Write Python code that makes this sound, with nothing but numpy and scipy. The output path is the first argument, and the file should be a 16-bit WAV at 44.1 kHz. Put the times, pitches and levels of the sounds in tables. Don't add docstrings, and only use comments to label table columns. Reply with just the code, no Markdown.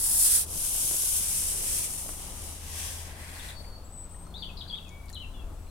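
import sys
import numpy as np
from scipy import signal
from scipy.fft import rfft, irfft
from scipy.io import wavfile
from scipy.ndimage import uniform_filter1d, map_coordinates

SR = 44100
rng = np.random.default_rng(int(sys.argv[2]) if len(sys.argv) > 2 else 0)


def unload_wav(signal):
    wavfile.write(
        sys.argv[1],
        SR,
        np.round(np.clip(np.atleast_2d(signal).T, -1, 1) * 32767).astype(np.int16),
    )


N = 251370
T = np.arange(N) / SR
BIN_HZ = np.arange(N // 2 + 1) * SR / N
AIR_LEFT_DB = 3.5

# f/Hz, level/dB
FAST_PULL = [(500, -34), (850, -29), (1060, -24), (1370, -19), (1870, -21), (2010, -19.5), (2170, -22.5),
             (2570, -21), (3440, -17), (6390, -11), (9310, 3), (11200, -1), (13200, -8), (14800, -9.5),
             (15500, -12)]
REACH = [(650, -45), (1100, -17.5), (1300, -26.5), (1500, -17), (1750, -23.5), (3220, -12.5), (4150, -15),
         (9520, 8), (11100, 7), (12300, -1.5), (13400, -0.5), (15500, -8)]
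LONG_PULL = [(650, -47.5), (1100, -19), (1690, -17.5), (2090, -14.5), (2850, -13), (4340, -14.5),
             (5180, -11), (7140, -4.5), (8720, 2), (10800, 1.5), (11600, -6), (13400, -6), (15500, -15.5)]
SLOW_PULL = [(650, -19), (1100, 4), (1390, -13), (1530, 3), (1710, 4), (1960, 2.5), (2500, 2), (2980, 0.5),
             (3480, 0), (4150, -7), (5920, -6), (7220, -6), (8810, -3), (10600, -5), (15500, -18)]
LAST_PULL = [(590, -29), (1000, -4), (1080, -4), (1330, -9), (1460, -2.5), (2010, 1.5), (2340, -3.5),
             (3010, -8.5), (3410, -6), (3700, -11), (4340, -7.5), (5720, -10), (9040, 3), (12000, -4),
             (15500, -12)]


def undb(db):
    return 10 ** (np.asarray(db) / 20)


def unit(x):
    return x / np.sqrt(np.mean(x ** 2) + 1e-20)


def curves(table):
    times_s, *columns = np.transpose(table)
    return [np.interp(T, times_s, column) for column in columns]


def pan(left_db):
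    return undb(np.array([[0.5], [-0.5]]) * left_db)


def butter(x, hz, kind, order=2):
    sos = signal.butter(order, hz, kind, fs=SR, output="sos")
    denormal_guard = 1e-12 * np.sin(np.arange(np.shape(x)[-1]))
    return signal.sosfilt(sos, x + denormal_guard)


def colour(x, points):
    hz, db = np.transpose(points)
    return irfft(rfft(x) * undb(np.interp(np.log(BIN_HZ + 1), np.log(hz), db)), N)


def spread(mid, side, wide_hz):
    side = irfft(rfft(side) * np.sqrt(BIN_HZ / (BIN_HZ + wide_hz)), N)
    return np.array([mid + side, mid - side])


def walk(rate_hz):
    hold = int(SR / rate_hz)
    steps = np.repeat(rng.standard_normal(N // hold + 1), hold)
    return unit(uniform_filter1d(uniform_filter1d(steps, hold), hold)[:N])


def add(out, x, start_s):
    i = int(start_s * SR)
    out[i:i + len(x)] += x[:N - i]


def ramps(t, length_s, attack_s, release_s):
    return np.clip(np.minimum(t / attack_s, (length_s - t) / release_s), 0, 1)


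def decay(t, t60_s):
    return np.exp(-np.log(1000) * t / t60_s)


def glide(length_s, first_hz, last_hz, arch_hz=0):
    u = np.linspace(0, 1, int(length_s * SR))
    return first_hz + (last_hz - first_hz) * u + arch_hz * (1 - (2 * u - 1) ** 2)


def tone(hz, fade_s, waver):
    t = np.arange(len(hz)) / SR
    jitter = np.interp(t, T[::64], rng.standard_normal(len(T[::64])))
    fade = np.sin(ramps(t, t[-1], fade_s, fade_s) * np.pi / 2) ** 2
    return np.sqrt(2) * fade * np.sin(2 * np.pi * np.cumsum(hz * (1 + waver * jitter)) / SR)


def delay(x, lag_s):
    return map_coordinates(x, [np.arange(N) - lag_s * SR], order=3, mode="nearest")


def bank_echoes(x, t60_s, build_s):
    t = T[:SR]
    response = rng.standard_normal((2, SR)) * (1 - np.exp(-t / build_s)) * decay(t, t60_s)
    response /= np.sqrt(np.sum(response ** 2, axis=1, keepdims=True))
    return signal.fftconvolve(x[None], response, axes=1)[:, :N]


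def open_air(rumble_hz=66, eddy_db=1.4, gust_s=5.43, gust_width_s=0.25, gust_db=8):
    # f/Hz, density/dB
    air_spectrum = [(15, 0), (30, 4.5), (55, -0.5), (100, -8), (140, -10.5), (250, -15), (400, -18.5),
                    (600, -18.5), (920, -19.5), (1300, -25), (1900, -33.5), (5500, -39), (9000, -36),
                    (15500, -42.5)]
    # t/s, level/dB
    traffic_levels = [(0, 0.5), (1.5, 1), (2.8, 1.5), (3.8, 0), (4.4, 0), (5.7, -1)]
    traffic_db, = curves(traffic_levels)
    eddies = undb(eddy_db * walk(5.95))
    gust = undb(gust_db * np.exp(-((T - gust_s) / gust_width_s) ** 2 / 2))
    noise = spread(*rng.standard_normal((2, N)), wide_hz=2350)
    air = unit(colour(noise, air_spectrum)) * undb(-45.5)
    rumble = butter(air, rumble_hz, "low", order=4) * undb(-1)
    upper = butter(air, rumble_hz, "high", order=4)
    traffic = butter(upper, 1610, "low", order=4) * undb(traffic_db + walk(9))
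    hiss = butter(upper, 2130, "high", order=4)
    buffet = unit(butter(rng.standard_normal(N), [130, 300], "band")) * undb(-65)
    return ((rumble + buffet) * eddies * gust + traffic + hiss) * pan(AIR_LEFT_DB)


def far_engines(throb_db=0.5):
    # t/s, firing rate/Hz, level/dB
    engine = [(0.0, 76.5, -50), (0.53, 79.2, -46), (0.65, 75.5, -61), (0.98, 79.25, -50.5),
              (1.82, 78.4, -47.5), (1.95, 81.4, -60), (2.17, 79.9, -51.5), (2.73, 80.2, -45),
              (2.98, 81.3, -43), (3.52, 81.7, -50.5), (5.6, 81.43, -47.5)]
    # start/s, length/s, first f/Hz, last f/Hz, fade/s, level/dB
    drones = [(0.0, 5.7, 27, 26.91, 0.031, -51), (1.15, 0.98, 153, 145.6, 0.17, -58.5),
              (3.7, 1.77, 173.9, 173.2, 0.69, -56.5)]
    firing_hz, engine_db = curves(engine)
    hum = np.sqrt(2) * undb(engine_db - 1) * np.sin(2 * np.pi * np.cumsum(firing_hz) / SR)
    for start_s, length_s, first_hz, last_hz, fade_s, db in drones:
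        hz = glide(length_s, first_hz, last_hz)
        add(hum, undb(db) * tone(hz, fade_s, waver=0.02), start_s)
    return hum * undb(throb_db * walk(4.4)) * pan(AIR_LEFT_DB)


def songbird(flutter_db=2, scatter_hz=(3400, 5800)):
    # start/s, length/s, first f/Hz, last f/Hz, arch/Hz, level/dB
    notes = [(3.351, 0.016, 4680, 3900, 0, -54), (3.395, .012, 3800, 3120, 0, -50.5),
             (3.430, .018, 4300, 3240, 0, -53), (3.485, .015, 4150, 3220, 0, -48),
             (3.542, 0.068, 4534, 4490, -3, -55.5), (3.655, .035, 4525, 4500, 0, -62.5),
             (3.708, 0.066, 4477, 4540, -66, -60), (3.842, 0.075, 7605, 8000, 40, -60),
             (3.922, 0.14, 8080, 8030, -76.5, -49), (4.091, 0.17, 8040, 8340, 28, -54.5),
             (4.251, 0.18, 4300, 4190, 6, -71), (4.34, 0.03, 3430, 4140, -80, -46),
             (4.376, .034, 4680, 4400, 55, -53.5), (4.410, 0.013, 4680, 4000, 100, -53.5),
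             (4.423, 0.013, 3700, 3050, 0, -41.5), (4.442, 0.031, 2885, 3530, -1, -45),
             (4.487, 0.025, 3070, 2720, -330, -51), (4.57, .010, 4830, 3820, -150, -45.5),
             (4.575, 0.016, 4880, 4800, 48, -50), (4.607, 0.011, 4040, 3040, -4.5, -42.5),
             (4.676, 0.022, 3620, 3900, 948, -50), (4.699, 0.022, 3500, 3220, -62, -38.5),
             (4.727, 0.024, 3254, 3490, -50, -38.5), (4.754, 0.019, 3590, 3760, 0, -52),
             (4.776, .019, 3620, 2610, -150, -49), (4.851, 0.037, 2730, 2470, -30, -60),
             (4.899, .115, 2225, 2270, 22, -59.5), (5.032, .052, 2270, 2210, 0, -60.5),
             (5.132, 0.029, 4130, 3916, 20, -48), (5.152, .030, 3820, 3060, -380, -49),
             (5.2, 0.05, 3230, 2690, -77, -46.5), (5.338, 0.068, 3480, 3300, 9, -59),
             (5.342, .095, 2980, 2623, -34, -61), (5.257, .100, 8220, 8100, 0, -77),
             (5.522, .180, 8000, 7900, -1, -72), (5.665, .050, 4120, 4130, 0, -71)]
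    song = np.zeros(N)
    for start_s, length_s, first_hz, last_hz, arch_hz, db in notes:
        hz = glide(length_s, first_hz, last_hz, arch_hz)
        add(song, undb(db) * tone(hz, fade_s=0.0011, waver=0.008), start_s)
    song *= undb(flutter_db * walk(70))
    scattered = butter(song, scatter_hz, "band", order=1)
    twigs = undb(2.5) * bank_echoes(scattered, t60_s=0.18, build_s=0.0026)
    bank = undb(-2) * bank_echoes(scattered, t60_s=0.57, build_s=0.017)
    return undb(-1) * song * pan(9) + (twigs + bank) * pan(5.3)


def plops(rise_per_s=3.9):
    # t/s, level/dB, f/Hz, t60/s
    bubbles = [(2.059, -32.5, 580, 0.021), (3.604, -40, 566, 0.039), (4.145, -53, 1840, 0.027),
               (4.267, -43, 1280, .02), (4.664, -48, 1580, 0.023), (5.102, -48, 1780, 0.022)]
    out, t = np.zeros(N), T[:SR // 8]
    for start_s, db, hz, t60_s in bubbles:
        envelope = (1 - np.exp(-t * hz)) * decay(t, t60_s)
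        phase = 2 * np.pi * hz * t * (1 + rise_per_s * t / 2)
        add(out, undb(db) * envelope * np.sin(phase), start_s)
    return out


def taps(contacts, width, rattle):
    out, t = np.zeros(N), T[:SR // 5]
    for start_s, db, hz, t60_s in contacts:
        force = rattle * rng.standard_normal(len(t)) * decay(t, t60_s)
        force[0] += 1
        ring = butter(force, [hz / (1 + width), hz * (1 + width)], "band", order=1)
        add(out, undb(db) * ring / np.abs(ring).max(), start_s)
    return out


def handling():
    # t/s, level/dB, f/Hz, rattle t60/s
    pole_knocks = [(.529, -35.5, 130, 0.11), (.554, -36, 150, 0.044), (.565, -36, 114, 0.065),
                   (.751, -31.5, 696, 0.026), (.912, -27.5, 351, .025), (.944, -31.5, 280, 0.028),
                   (1.037, -33, 292, .04), (2.092, -28, 560, .015)]
    # t/s, level/dB, f/Hz, rattle t60/s
    tackle_ticks = [(3.645, -48, 2200, 0.018), (4.268, -48, 6500, .012), (4.754, -47, 2300, 0.011),
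                    (4.848, -51.5, 7000, 0.0083), (4.883, -45, 7530, 0.0093), (4.892, -40.5, 6510, .01),
                    (5.058, -44, 9870, .012), (5.084, -46, 4460, 0.011), (5.093, -38, 4370, .006),
                    (5.099, -34.5, 9900, .01), (5.103, -42, 4460, .012), (5.117, -43, 9000, .006),
                    (5.129, -36.5, 6800, 0.016), (5.146, -35, 10100, 0.0059), (5.670, -51, 2400, .008)]
    knocks = butter(taps(pole_knocks, width=0.64, rattle=0.043), 2000, "low")
    ticks = taps(tackle_ticks, width=0.1, rattle=0.15)
    direct = knocks + ticks + plops()
    return direct * pan(9.9) + undb(-3.5) * bank_echoes(direct, t60_s=0.061, build_s=0.0015)


def palm_rub(half_band_hz=190):
    # start/s, length/s, level/dB, centre f/Hz
    rubs = [(0.0, 0.27, -55, 847), (0.243, 0.51, -57.5, 478.5), (.78, 0.32, -59, 379),
            (1.352, 0.66, -53, 440.5), (2.458, 1.44, -58.5, 703.5)]
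    noise = rng.standard_normal((2, N)) + 1j * rng.standard_normal((2, N))
    baseband = butter(noise, half_band_hz, "low")
    out = np.zeros((2, N))
    for start_s, length_s, db, hz in rubs:
        swell = np.sin(np.pi * np.clip((T - start_s) / length_s, 0, 1))
        band = unit(np.real(baseband * np.exp(2j * np.pi * hz * T)))
        out += undb(db - 1) * swell * band
    return spread(*out, wide_hz=2500) * pan(6.5)


def body_echoes(pair, side_db=-15, arm_db=-16, arm_lag_s=0.001094, sound_cm_per_s=34300):
    # t/s, extra path/cm
    side_path = [(0, 13.2), (.5, 11.9), (.9, 11.4), (1.3, 12.2), (1.7, 12.2), (2.2, 11.3), (3.0, 12),
                 (3.7, 12.8)]
    path_cm, = curves(side_path)
    left, right = pair
    left = left + undb(side_db) * delay(left, path_cm / sound_cm_per_s)
    return np.array([x + undb(arm_db) * delay(x, arm_lag_s * (1 + 0.13 * walk(2)))
                     for x in (left, right)])


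def body_shadow(pair):
    # f/Hz, left minus right/dB
    shade = [(1000, 1.5), (2000, 0.5), (2900, -2), (3600, -2), (4600, -1.5), (6000, -3), (7500, -3),
             (9400, -9), (11500, -3), (15000, -4)]
    return np.array([colour(x, np.array(shade) * [1, share]) for x, share in zip(pair, (0.5, -0.5))])


def band_rms(pair, low_hz, high_hz):
    power = 2 * np.abs(rfft(pair.mean(0)) / N) ** 2
    return np.sqrt(power[(BIN_HZ > low_hz) & (BIN_HZ < high_hz)].sum())


def pole_slide(grain_db=0.5, judder_db=0.5, drift_db=0.59, tube_exponent=0.73, split_hz=5000):
    # start/s, length/s, attack/s, release/s, speed-up/(dB/s),
    # hiss/dB, tube ring/dB, left minus right/dB, grip spectrum
    strokes = [(-.05, 0.3394, 0.045, 0.037, 32, -27, -49.5, 7, FAST_PULL),
               (0.244, 0.21, 0.068, 0.1, 11, -23.5, -43, 5.5, FAST_PULL),
               (0.424, .84, .23, 0.088, 4.5, -31.5, -48.5, 9, REACH),
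               (1.197, 0.43, 0.088, 0.11, -1, -32.5, -50, 8, LONG_PULL),
               (1.552, 0.33, 0.08, 0.1, 15, -32.5, -48.5, 8, LONG_PULL),
               (1.81, 0.48, 0.094, 0.12, -26, -41, -56, 9, LONG_PULL),
               (2.171, .49, 0.09, 0.19, 16, -46, -55, 10, LONG_PULL),
               (2.592, .55, .2, 0.28, -3, -40.5, -51, 8, SLOW_PULL),
               (3.028, 0.55, 0.14, 0.13, 24, -53, -51.5, 10, LAST_PULL),
               (3.54, 0.23, 0.067, .15, -10, -60, -65, 7, LAST_PULL)]
    catches = np.minimum(rng.standard_normal(N), 3)
    roughness = undb(grain_db * catches + judder_db * walk(300) + drift_db * walk(39.94))
    slips = rng.standard_normal((2, N)) * roughness
    friction = body_echoes(spread(*slips, wide_hz=200))
    hiss, tube = np.zeros((2, N)), np.zeros((2, N))
    for start_s, length_s, attack_s, release_s, db_per_s, hiss_db, tube_db, left_db, grip in strokes:
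        t = np.clip(T - start_s, 0, length_s)
        speed = ramps(t, length_s, attack_s, release_s) * undb(db_per_s * (t - length_s / 2))
        rub = colour(friction, grip)
        hiss += speed * undb(hiss_db) * pan(left_db) * rub / band_rms(rub, 5500, 15000)
        tube += speed ** tube_exponent * undb(tube_db) * rub / band_rms(rub, 1500, 4500)
    hiss = butter(hiss, split_hz, "high", order=4)
    tube = butter(tube, split_hz, "low", order=4) * pan(2)
    return body_shadow(hiss + tube)


def scene():
    return pole_slide() + palm_rub() + handling() + songbird() + far_engines() + open_air()


def record(dry):
    top_hz = 15850
    return signal.sosfilt(signal.ellip(12, 0.1, 90, top_hz, fs=SR, output="sos"), dry)


dry = scene()
out = record(dry)
unload_wav(out)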